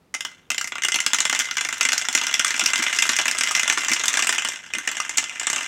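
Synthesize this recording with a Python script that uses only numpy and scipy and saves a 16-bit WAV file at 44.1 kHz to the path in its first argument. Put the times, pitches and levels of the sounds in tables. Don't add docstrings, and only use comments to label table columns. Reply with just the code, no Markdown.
import sys
import numpy as np
from scipy import signal
from scipy.fft import rfft, irfft
from scipy.io import wavfile
from scipy.ndimage import uniform_filter1d

SR = 44100
rng = np.random.default_rng(int(sys.argv[2]) if len(sys.argv) > 2 else 0)


def wrap_up_sound(samples):
    columns = np.atleast_2d(samples).T
    tamed = np.clip(columns, -1, 1)
    steps = np.round(tamed * 32767).astype(np.int16)
    wavfile.write(sys.argv[1], SR, steps)


N = 250047
TIME_S = np.arange(N) / SR
AGE_S = np.arange(int(0.12 * SR)) / SR
SPLIT_HZ, TOP_HZ = 4300, 15900

# start in seconds, level in dB, treble in dB relative to that level.
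KNOCKS = [(0.148, -25, -1), (0.503, -19.5, -1.5), (0.5162, -24, -3), (0.5455, -27.5, -2.5),
          (0.8211, -24.5, -3), (0.8356, -18.5, -4), (0.848, -17, -3.5), (0.9867, -21.5, -11),
          (1.0032, -19.5, -0.5), (1.0635, -17.5, 2.5), (1.1333, -16, 0), (1.145, -19.5, 2),
          (1.1857, -20, -3), (1.204, -19, 4.5), (1.391, -25, 7), (1.3986, -21, -1), (1.5109, -22, -3.5),
          (1.5821, -21.5, -2.5), (1.931, -17.5, 0), (2.086, -19, -1.5), (2.128, -32.5, 8),
          (2.1502, -14, 0.5), (2.1757, -19, -3.5), (2.214, -20, -6), (2.2364, -24.5, -0.5),
          (2.506, -20.5, -2), (2.5418, -21, -12), (2.595, -19, 2), (2.6081, -23.5, -1), (2.6606, -17.5, 5),
          (2.734, -16, -3.5), (2.7579, -19, -2.5), (2.8228, -23, -9), (2.865, -18, -31), (2.9281, -19, -7),
          (2.9875, -15.5, -1), (3.0225, -14, -2.5), (3.0918, -16, -0.5), (3.1876, -17, -3.5),
          (3.2558, -18, -4), (3.281, -16.5, -3), (3.3124, -23, 3.5), (3.4094, -17.5, -1), (3.4348, -23, 1),
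          (3.5106, -28.5, 5), (3.6778, -18, -1.5), (3.6986, -13, -3.5), (3.7748, -18, -8),
          (3.883, -24.5, 2.5), (3.9163, -17, -4.5), (4.037, -21, -0.5), (4.0815, -25, 10.5),
          (4.1397, -24.5, 0.5), (4.192, -19.5, -1), (4.292, -16.5, -0.5), (4.3256, -20, -4),
          (4.3821, -17.5, -4), (4.4483, -19.5, -4.5), (4.7365, -27.5, 1), (4.7503, -23.5, -7),
          (4.7843, -26.5, 0.5), (4.8749, -20.5, -1.5), (4.9152, -28, 0), (4.9688, -26, -1.5),
          (5.0018, -23.5, 2), (5.094, -26, 2), (5.174, -26, 8.5), (5.1815, -17.5, 3.5), (5.3974, -28, 5)]
# start in seconds, level in dB, relative treble in dB,
# first flight in seconds, ratio of each flight to the last, loss per bounce in dB, number of blows.
BOUNCES = [ (.141, -24.5, -3, .066, .65, .2, 3), (.5806, -20.5, -1, .0315, .99, 2.6, 4),
           (.721, -24, -11, .034, .8, 1.1, 3), (.8845, -19.5, -1, .0355, .65, 0, 4),
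           (1.2529, -17, -2, .0438, .7, 1, 4), (1.5695, -20.5, -2, .0402, .985, .7, 5),
           (1.8098, -14.5, -2, .042, .87, 1.4, 4), (2.3406, -16, 0, .0544, .95, .3, 3),
           (3.5506, -15.5, -1, .0452, .8, 2.4, 3), (4.172, -17.5, -1, .052, .9, .7, 3),
           (5.469, -21, 2, .0312, .98, 1.1, 4), ]
def knocks(ring_db=-1, ring_db_per_db=0.4):
    starts_s, level_db, treble_db = landings().T
    softness_db = (np.median(level_db) - level_db)[:, None]
    return strike(starts_s, level_db, treble_db, ring_db + ring_db_per_db * softness_db)


def landings():
    return np.vstack([KNOCKS] + [bounce(*row) for row in BOUNCES])


def bounce(start_s, level_db, treble_db, flight_s, restitution, loss_db, blows):
    index = np.arange(round(blows))
    flights_s = flight_s * restitution ** index
    starts_s = start_s + np.cumsum(flights_s) - flights_s
    return np.column_stack([starts_s, level_db - loss_db * index, np.full(len(index), treble_db)])


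def strike(starts_s, level_db, treble_db, ring_db, tick_db=-1):
    bass, treble = shell_clacks(len(starts_s))
    treble = treble + undb(tick_db) * ticks(len(starts_s))
    body = bass + undb(ring_db) * tower_rings(starts_s)
    blows = unit_attack(body) + undb(treble_db)[:, None] * unit_attack(treble)
    return place(starts_s, undb(level_db)[:, None] * blows)


# frequency in Hz, gain in dB.
SHELL_EQ = [(45, -54), (150, -30), (250, -13), (450, -16), (900, -8), (1450, -1.5), (2350, -1.5), (2900, 3),
            (4450, -13), (5700, 1), (7400, -3.5), (9800, -18.5), (12500, -21.5), (15500, -55)]
def shell_clacks(count, n_modes=560, spread_s=0.0011, patch_db=4.5, patch_hz=380):
    hz = TOP_HZ * ((np.arange(n_modes) + rng.random(n_modes)) / n_modes) ** 1.3
    decay_scatter = 0.3 * np.clip(rng.standard_normal(n_modes), -2, 2)
    t60_s = 0.029 * np.exp(decay_scatter - hz / TOP_HZ / 2)
    modes = ring(hz, t60_s, rng.uniform(0, 2 * np.pi, (n_modes, 1)))
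    onset = 1 - np.exp(-AGE_S / spread_s)
    spacing_hz = np.gradient(hz)[:, None]
    modes = colour(modes * np.sqrt(spacing_hz) * onset, SHELL_EQ)
    patches = np.exp(-((hz[:, None] - np.linspace(0, TOP_HZ, n_modes)) / patch_hz) ** 2)
    patches *= (np.tanh(hz / 1500) / np.linalg.norm(patches, axis=1))[:, None]
    polarity, strength = rng.standard_normal((count, 2, n_modes)).swapaxes(0, 1)
    weights = np.sign(polarity) * undb(patch_db * strength @ patches.T)
    return [unit_attack(weights[:, band] @ modes[band]) for band in (hz < SPLIT_HZ, hz >= SPLIT_HZ)]


def ticks(count, decay_s=0.00077):
    burst = rng.standard_normal((count, len(AGE_S))) * np.exp(-AGE_S / decay_s)
    return unit_attack(colour(burst, [(300, -14), (2500, -9.5), (7000, 10), (12000, -15)]))


# time in seconds, depth from 0 (top cups) to 1 (lower track).
DESCENT = [(1.2, 0.021), (3.2, 0.36), (4.4, 0.53), (5.3, 0.67)]
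# frequency in Hz, relative level in dB, T60 in seconds.
CUP_MODES = [(1406, -12, 0.11), (1581, -3, 0.026), (2030, 2, 0.019), (2073.4, -3, 0.072),
             (2780, -9.5, 0.03), (3430, -0.5, 0.013), (6390, -14, 0.036)]
TRACK_MODES = [(1206, -43, 0.1), (1588, -13, 0.021), (1794, 0, 0.015), (2490, -7, 0.04), (7700, -33, 0.025)]
def tower_rings(starts_s):
    depth = curve(DESCENT, starts_s)[:, None]
    cups = piece_rings(CUP_MODES, len(starts_s))
    track = piece_rings(TRACK_MODES, len(starts_s))
    return np.sqrt(1 - depth) * cups + np.sqrt(depth) * track


def piece_rings(modes, count, scatter_db=5):
    hz, level_db, t60_s = np.transpose(modes)
    polarity, strength = rng.standard_normal((count, 2, len(hz))).swapaxes(0, 1)
    weights = np.sign(polarity) * undb(level_db + scatter_db * strength)
    return weights @ radiate(ring(hz, t60_s))


def radiate(x, cutoff_hz=800):
    return signal.sosfilt(signal.butter(2, cutoff_hz, "high", fs=SR, output="sos"), x)


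def shading(x):
    share = curve(DESCENT, TIME_S) ** 2
    shaded = colour(x, [(3000, 1.5), (4400, -7), (6000, -1.5), (8500, 7), (10500, -7)])
    return (1 - share) * x + share * shaded


# time in seconds, base level in dB.
ROLL_LEVEL = [(0.26, -42), (0.48, -65.5), (0.56, -50), (0.8, -66), (1.0, -37), (1.42, -27.5), (1.55, -39.5),
              (1.9, -28), (2.06, -31), (2.35, -28), (3.08, -24), (3.37, -31.5), (3.5, -25.5), (4.35, -28.5),
              (4.68, -41.5), (4.9, -34), (5.15, -32.5), (5.6, -30)]
def rattle(gain_db=-3, scatter_db=4, treble_db=-7.5, treble_scatter_db=5, hardening=0.34, slots=640):
    starts_s = (np.arange(slots) + rng.random(slots)) / slots * N / SR
    starts_s = starts_s[starts_s > ROLL_LEVEL[0][0]]
    force, hardness = np.clip(rng.standard_normal((len(starts_s), 2)).T, -2, 2)
    level_db = curve(ROLL_LEVEL, starts_s) + contact_db(starts_s) + gain_db + scatter_db * force
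    bright_db = treble_db + treble_scatter_db * hardness + hardening * (level_db - np.median(level_db))
    return strike(starts_s, level_db, bright_db, ring_db=2)


def rolling(gain_db=-11, rough_db=4, smooth_samples=200):
    pressure = unit_rms(uniform_filter1d(rng.standard_normal(N), smooth_samples))
    friction = rng.standard_normal(N) * undb(rough_db * pressure)
    scratch = unit_rms(colour(friction, SHELL_EQ))
    level_db = curve(ROLL_LEVEL, TIME_S) + contact_db(TIME_S) + gain_db
    return scratch * undb(level_db) * (TIME_S > ROLL_LEVEL[0][0])


def contact_db(time_s, flight_s=0.013, flight_db=-10, jostle_db=3, settle_s=0.047):
    landings_s = np.concatenate([[-np.inf], np.sort(landings()[:, 0]), [np.inf]])
    following = np.searchsorted(landings_s, time_s)
    until_s = landings_s[following] - time_s
    since_s = time_s - landings_s[following - 1]
    return flight_db * np.exp(-(until_s / flight_s) ** 2) + jostle_db * np.exp(-since_s / settle_s)


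# start in seconds, frequency in Hz.
CLINKS = [(0.944, 2720), (3.511, 1240), (4.081, 3600), (4.192, 1145), (4.737, 2500), (4.875, 1854),
          (5.001, 1220), (5.172, 7540)]
def clinks(gain_db=-12, t60_s=0.02):
    starts_s, hz = np.transpose(CLINKS)
    return place(starts_s, undb(gain_db) * radiate(ring(hz, t60_s)))


# start in seconds, gain in dB.
THUDS = [(2.624, -17.5), (2.792, -15), (3.908, -13.5), (4.768, -21)]
def thuds(modes_hz=(235, 320), t60_s=0.043, rise_s=0.015):
    starts_s, gain_db = np.transpose(THUDS)
    thud = ring(modes_hz, t60_s).sum(axis=0) * (1 - np.exp(-AGE_S / rise_s))
    return place(starts_s, undb(gain_db)[:, None] * thud)


def room(x, wall_s=0.013, smear_s=0.0063, wall_db=-11.66, tail_db=-9.16, t60_s=0.21, build_s=0.003):
    lag_s = np.arange(SR // 2) / SR
    tail = rng.standard_normal(len(lag_s)) * undb(-60 * lag_s / t60_s) * (1 - np.exp(-lag_s / build_s))
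    wall = rng.standard_normal(len(lag_s)) * np.exp(-((lag_s - wall_s) / smear_s) ** 2)
    response = undb(tail_db) * tail / np.linalg.norm(tail) + undb(wall_db) * wall / np.linalg.norm(wall)
    response = colour(response, [(7000, 0), (14000, -2.84)])
    return x + signal.fftconvolve(x, response)[:N]


# frequency in Hz, relative density in dB.
AIR_EQ = [(25, -15), (60, -1.5), (160, 0.5), (420, -5.5), (15000, -34)]
def room_air(rms_db=-60):
    return undb(rms_db) * unit_rms(colour(rng.standard_normal(N), AIR_EQ))


def undb(db):
    return 10 ** (np.asarray(db) / 20)


def unit_rms(x):
    return x / np.sqrt(np.mean(x ** 2))


def unit_attack(sounds, attack_s=0.006):
    return sounds / np.sqrt(np.mean(sounds[:, :int(attack_s * SR)] ** 2, axis=1, keepdims=True))


def curve(rows, time_s):
    return np.interp(time_s, *np.transpose(rows))


def colour(x, points, size=2048):
    hz, db = np.transpose(points)
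    bins_hz = np.maximum(np.fft.rfftfreq(size, 1 / SR), 1)
    gain = undb(np.interp(np.log(bins_hz), np.log(hz), db))
    cepstrum = irfft(np.log(gain))
    cepstrum[1:size // 2] *= 2
    cepstrum[size // 2 + 1:] = 0
    response = irfft(np.exp(rfft(cepstrum)))[:size // 2]
    return signal.fftconvolve(x, np.array(response, ndmin=x.ndim), axes=-1)[..., :x.shape[-1]]


def ring(hz, t60_s, phase_rad=0):
    envelope = undb(-60 * AGE_S / np.reshape(t60_s, (-1, 1)))
    return np.sin(2 * np.pi * np.outer(hz, AGE_S) + phase_rad) * envelope


def place(starts_s, sounds):
    mix = np.zeros(N + len(AGE_S))
    for start, sound in zip(np.clip(starts_s * SR, 0, N - 1).astype(int), sounds):
        mix[start:start + len(sound)] += sound
    return mix[:N]


def scene():
    marbles = shading(knocks() + rattle() + rolling()) + clinks()
    return (room(marbles + thuds()) + room_air())[None]


def record(dry, low_cut_hz=45):
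    trimmed = signal.sosfilt(signal.butter(2, low_cut_hz, "high", fs=SR, output="sos"), dry)
    rounded = trimmed / (1 + trimmed ** 4) ** (1 / 4)
    return signal.sosfilt(signal.ellip(10, .2, 70, TOP_HZ, fs=SR, output="sos"), rounded)


dry = scene()
out = record(dry)
wrap_up_sound(out)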